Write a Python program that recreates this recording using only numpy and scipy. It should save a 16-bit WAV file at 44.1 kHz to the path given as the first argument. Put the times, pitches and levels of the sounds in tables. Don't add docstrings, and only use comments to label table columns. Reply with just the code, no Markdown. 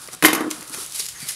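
import sys
import numpy as np
from scipy import signal
from scipy.fft import rfft, irfft, next_fast_len
from scipy.io import wavfile
from scipy.ndimage import map_coordinates

SR = 44100
rng = np.random.default_rng(int(sys.argv[2]) if len(sys.argv) > 2 else 0)


def put_to_file(sound):
    columns = np.atleast_2d(sound).T
    safe = np.clip(columns, -1, 1)
    whole_steps = np.round(safe * 32767)
    wavfile.write(sys.argv[1], SR, whole_steps.astype(np.int16))


N = 59535


# start_s, boom_db, slap_db, crunch_db
JOLT_HITS = [(0.2245, -19.5, -12, -18.5), (.2379, -9.5, -11, -15), (0.2475, -13, -5, -12.5),
             (0.2531, -16.5, -20, -8), (0.2602, -39, -19, -11), (0.283, -20, -11.5, -22),
             (0.3017, -42, -18.5, -28), (0.3308, -15, -13.5, -16), (0.3488, -25, -20, -18),
             (0.3774, -23.5, -30, -38), (0.4064, -17, -27, -31), (0.4427, -22.5, -52, -66),
             (0.4657, -22.5, -50, -58), (.4779, -25, -45, -63)]
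# pitch_hz, gain_db, t60_s
CAVITY_MODES = [(199, -16.5, 0.066), (272.3, -10.5, 0.11), (325.2, -5, 0.095), (307, -12, 0.26),
                (392, -7.5, 0.063), (444, -11, 0.09)]
# start_s, pitch_hz, level_db; the one at 0.225 s is the low thud of the box's first jolt, the
LOW_BUMPS = [(0.144, 150, -37.5), (0.225, 193, -23), (0.594, 187, -40), (0.701, 278, -38.5),
             (0.77, 255, -38.5), (.783, 390, -36), (0.822, 352, -43.5), (0.998, 465, -42),
             (1.2261, 137, -30.5), (1.227, 237, -40.5)]

def booms(bump_t60_s=0.05, low_cut_hz=148):
    jolts = ringing([(s, db) for s, db, _, _ in JOLT_HITS], CAVITY_MODES)
    bumps = sum(ringing([(s, db)], [(hz, 0, bump_t60_s)]) for s, hz, db in LOW_BUMPS)
    return highpass(jolts + bumps, low_cut_hz, order=3)


# start_s, level_db
FLAP_TAPS = [(0.0855, -31.5), (0.5121, -25), (0.622, -33.5), (0.74, -27), (0.746, -32.5), (0.781, -57),
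             (0.997, -33)]
# freq_hz, gain_db
SLAP_EQ = [(30, -44), (90, -30), (170, -2), (450, -0.5), (800, -4), (1100, 0), (1450, -1), (2050, 1),
           (2350, -3), (3100, -7), (4200, -10), (9000, -27.5)]

def wall_slaps():
    hits = [(s, db) for s, _, db, _ in JOLT_HITS] + FLAP_TAPS
    envelope = bursts(hits, attack_s=0.00014, t60_s=0.035)
    return colour(envelope * rng.standard_normal(N), SLAP_EQ, WALL_MODES)


# pitch_hz, gain_db, t60_s
EDGE_MODES = [(1143, -11, 0.019), (1486, -3, 0.021), (1840, -5, 0.03), (2089, -1, 0.028), (3060, -7.5, .02)]
CRACK_HIT = (0.2474, -5.5)  # start_s, level_db

def edge_crack():
    return ringing([CRACK_HIT], EDGE_MODES, attack_s=0.00074)


# pitch_hz, width_hz, gain_db
WALL_MODES = [(636, 28, -4.5), (742, 26, -1), (950, 29, -9.5), (1093.4, 16, 3), (1258, 34, -1),
              (1390, 77, -16), (1483, 28, -2.5), (1877, 15, -2), (2050, 46, -14), (2113, 15, -3),
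              (2536, 26, 0), (3110, 66, -5.5)]

def wall_tones(trim_db=-22.5):
    modes = [(hz, db + trim_db, np.log(1000) / (np.pi * width)) for hz, width, db in WALL_MODES]
    return ringing([(s, db) for s, _, db, _ in JOLT_HITS] + [CRACK_HIT], modes)


# time_s, level_db
SCRAPE_ENVELOPE = [(.225, -73), (.262, -23.5), (.30, -65), (.325, -31), (.36, -29.5), (.42, -28),
                   (.455, -36.5), (.482, -45), (.50, -75), (.56, -66)]
# freq_hz, gain_db
SCRAPE_EQ = [(60, -49), (200, -5), (420, -14), (650, -7), (1200, -2.5), (1900, -8.5), (2700, -40),
             (4500, -28), (12000, -43)]

def floor_scrape():
    return colour(level(SCRAPE_ENVELOPE) * grains(spread_db=6.5), SCRAPE_EQ, WALL_MODES)


# freq_hz, gain_db
CRUNCH_EQ = [(300, -20), (2000, -8), (4000, -6), (6500, -5), (9000, -6.5), (10000, 2), (11000, -3),
             (11900, 3.5), (12500, -9), (14000, -11.5), (15600, -23)]

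def peanut_crunch():
    envelope = bursts([(s, db) for s, _, _, db in JOLT_HITS], attack_s=0.00022, t60_s=0.058)
    return colour(envelope * grains(spread_db=4.5), CRUNCH_EQ)


# time_s, level_db
RUB_ENVELOPE = [(0, -43), (.025, -39.5), (.07, -45), (.11, -45.5), (.138, -35), (.16, -54), (.21, -49.5),
                (.495, -48), (.52, -37.5), (.575, -42), (.65, -44), (.715, -40.5), (.745, -31),
                (.765, -36.5), (.805, -32), (.90, -41.5), (.935, -36), (.95, -28), (.98, -31), (1.003, -24),
                (1.018, -33.5), (1.052, -32), (1.075, -44.5), (1.10, -37.5), (1.135, -44.5), (1.195, -41),
                (1.22, -35.5), (1.255, -38.5), (1.275, -33), (1.295, -27.5), (1.32, -34), (1.35, -39.5)]
# freq_hz, gain_db
RUSTLE_EQ = [(200, -18.5), (1200, -17.5), (2200, -8), (3400, -3.5), (4600, -1), (6500, -2), (8500, 1),
             (10200, 3.5), (11500, -1), (13000, -9), (15600, -18)]

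def finger_rustle(knots_per_s=250):
    knots = rng.standard_normal(2 * knots_per_s)
    catch = map_coordinates(knots, [np.arange(N) * knots_per_s / SR])
    rub = level(RUB_ENVELOPE) * amp(1.04 * catch + 0.5) * grains(spread_db=4.5)
    return colour(rub, RUSTLE_EQ)


# start_s, level_db, t60_s,
# low_cut_hz
DRY_TICKS = [(0.0753, -24.5, 0.007, 1200), (0.132, -30.5, 0.047, 1490), (0.148, -26.5, 0.015, 1490),
             (0.5039, -26.5, 0.048, 1200), (0.5115, -12.5, 0.014, 990), (0.609, -26.5, 0.018, 4000),
             (0.627, -25, 0.0099, 2500), (0.678, -30.5, 0.019, 4100), (0.697, -17, 0.0045, 6030),
             (0.745, -24, 0.013, 4040), (0.8629, -15.5, 0.006, 6040), (0.8978, -24, 0.0073, 4960),
             (.922, -22.5, 0.013, 3960), (0.996, -19, 0.047, 2020), (1.057, -18, 0.0077, 2000),
             (1.064, -19.5, 0.016, 2000), (1.0861, -22.5, 0.033, 1940), (1.202, -28, .025, 2950),
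             (1.2873, -19.5, 0.063, 2590)]
# freq_hz, gain_db
TICK_EQ = [(300, -30), (1500, -4.5), (4000, -3), (6500, 1.5), (8500, -1), (10500, 2), (12500, -4),
           (15600, -21)]

def dry_ticks(attack_s=0.00025):
    ticks = np.zeros(N)
    for s, db, t60_s, low_cut_hz in DRY_TICKS:
        thin_noise = highpass(rng.standard_normal(N), low_cut_hz, order=2)
        ticks += bursts([(s, db)], attack_s, t60_s) * thin_noise
    return colour(ticks, TICK_EQ)


# start_s, length_s, mid_pitch_hz, half_width_hz, level_db
RUB_SQUEAKS = [(0.989, 0.031, 4580, 300, -31), (1.136, 0.063, 1880, 220, -46),
               (1.139, 0.064, 6430, 200, -44.5), (1.19, 0.09, 2143, 336, -44),
               (1.209, .055, 4620, 128, -39.5), (1.27, 0.096, 4550, 302, -54),
               (1.272, 0.052, 1864, 298, -42.5)]

def finger_squeaks(sag_hz_per_s=5100):
    out = np.zeros(N)
    for s, length, hz, half_width_hz, db in RUB_SQUEAKS:
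        t = np.arange(N) / SR - s - length / 2
        lowpass = signal.butter(2, half_width_hz, fs=SR, output="sos")
        waver = signal.sosfilt(lowpass, rng.standard_normal((2, N)))
        phase = 2 * np.pi * (hz * t - sag_hz_per_s * t ** 2 / 2)
        tone = unit(waver[0] * np.sin(phase) + waver[1] * np.cos(phase))
        swell = np.cos(np.pi * np.clip(t / length, -.5, .5))
        out += amp(db) * swell * tone
    return out


# time_s, level_db
MURMUR_ENVELOPE = [(0, -46.5), (.03, -46.5), (.11, -55), (.14, -39.5), (.19, -74), (.48, -47.5), (.56, -44),
                   (.66, -50), (.79, -41.5), (.88, -53.5), (1.10, -61), (1.17, -49.5), (1.30, -49),
                   (1.35, -63)]
# freq_hz, gain_db
MURMUR_EQ = [(60, -13), (150, -1), (310, 3), (600, -3.5), (950, -0.5), (1400, 5.5), (2200, -11.5),
             (3200, -22), (8000, -21)]

def box_murmur():
    return colour(level(MURMUR_ENVELOPE) * grains(spread_db=6.0), MURMUR_EQ, WALL_MODES)


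# freq_hz, t60_s
ROOM_DECAY = [(150, 0.77), (400, 0.68), (1500, 0.28), (2300, 0.38), (4000, 0.4), (10000, 0.24),
              (15000, 0.1)]

def room_reverb(send, build_s=0.0035):
    hz, t, noise = signal.stft(rng.standard_normal(SR * 3 // 4), SR, nperseg=256)
    decay = amp(-60 * t / along(ROOM_DECAY, hz)[:, None])
    tail = signal.istft(noise * decay, SR, nperseg=256)[1]
    tail *= 1 - np.exp(-np.arange(len(tail)) / SR / build_s)
    return signal.fftconvolve(send, tail / np.linalg.norm(tail))[:N]


# freq_hz, gain_db
ROOM_TONE_EQ = [(20, -6), (60, 4), (90, 1), (140, 6.5), (300, -20.5), (1000, -6), (4000, -7.5),
                (15000, -39)]

def room_tone(level_db=-50):
    return amp(level_db) * colour(rng.standard_normal(N), ROOM_TONE_EQ)


def ringing(hits, modes, attack_s=0.0018):
    out = np.zeros(N)
    for s, db in hits:
        first = int(s * SR) + 1
        t = np.arange(first, min(N, first + SR // 2)) / SR - s
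        ring = sum(amp(db + g - 60 * t / t60) * np.sin(2 * np.pi * hz * t) for hz, g, t60 in modes)
        out[first:first + len(t)] += 2 * ring * (1 - np.exp(-t / attack_s))
    return out


def bursts(hits, attack_s, t60_s):
    power = np.zeros(N)
    for s, db in hits:
        t = np.maximum(np.arange(N) / SR - s, 0)
        power += (amp(db - 60 * t / t60_s) * (1 - np.exp(-t / attack_s))) ** 2
    return np.sqrt(power)


def grains(spread_db, per_s=9000):
    slips = (rng.random(N) < per_s / SR) * rng.choice([-1, 1], N)
    return unit(slips * amp(spread_db * np.clip(rng.standard_normal(N), -2, 2)))


def colour(x, eq, modes=(), mode_trim_db=-3, size=16384):
    f = np.fft.rfftfreq(size, 1 / SR)
    peaks = sum(amp(db + mode_trim_db) / (1 + (2 * (f - hz) / width) ** 2) for hz, width, db in modes)
    gain = amp(along(eq, f)) * (1 + peaks)
    cepstrum = irfft(np.log(gain))
    cepstrum[1:size // 2] *= 2
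    cepstrum[size // 2:] = 0
    impulse = irfft(np.exp(rfft(cepstrum)))
    return signal.fftconvolve(x, impulse / np.linalg.norm(impulse))[:N]


def highpass(x, hz, order):
    return signal.sosfilt(signal.butter(order, hz, "high", fs=SR, output="sos"), x)


def level(points):
    return amp(np.interp(np.arange(N) / SR, *np.transpose(points)))


def along(points, hz):
    freqs, values = np.transpose(points)
    return np.interp(np.log(hz + 1), np.log(freqs + 1), values)


def amp(db):
    return 10 ** (np.asarray(db) / 20)


def unit(x):
    return x / np.sqrt(np.mean(x ** 2) + 1e-20)


def scene():
    low = booms()
    box = wall_slaps() + edge_crack() + wall_tones() + floor_scrape() + box_murmur() + peanut_crunch()
    hand = finger_rustle() + dry_ticks() + finger_squeaks()
    reverb = room_reverb(amp(-10) * (box + hand) + amp(-19) * low)
    return (low + box + hand + reverb + room_tone())[None]


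def record(dry):
    low_cut_hz, top_hz = 70, 15700
    clipped = highpass(np.clip(dry, -1, 1), low_cut_hz, order=1)
    size = next_fast_len(N + SR // 4)
    passband = np.fft.rfftfreq(size, 1 / SR) < top_hz
    return irfft(rfft(clipped, size) * passband, size)[:, :N]


dry = scene()
out = record(dry)
put_to_file(out)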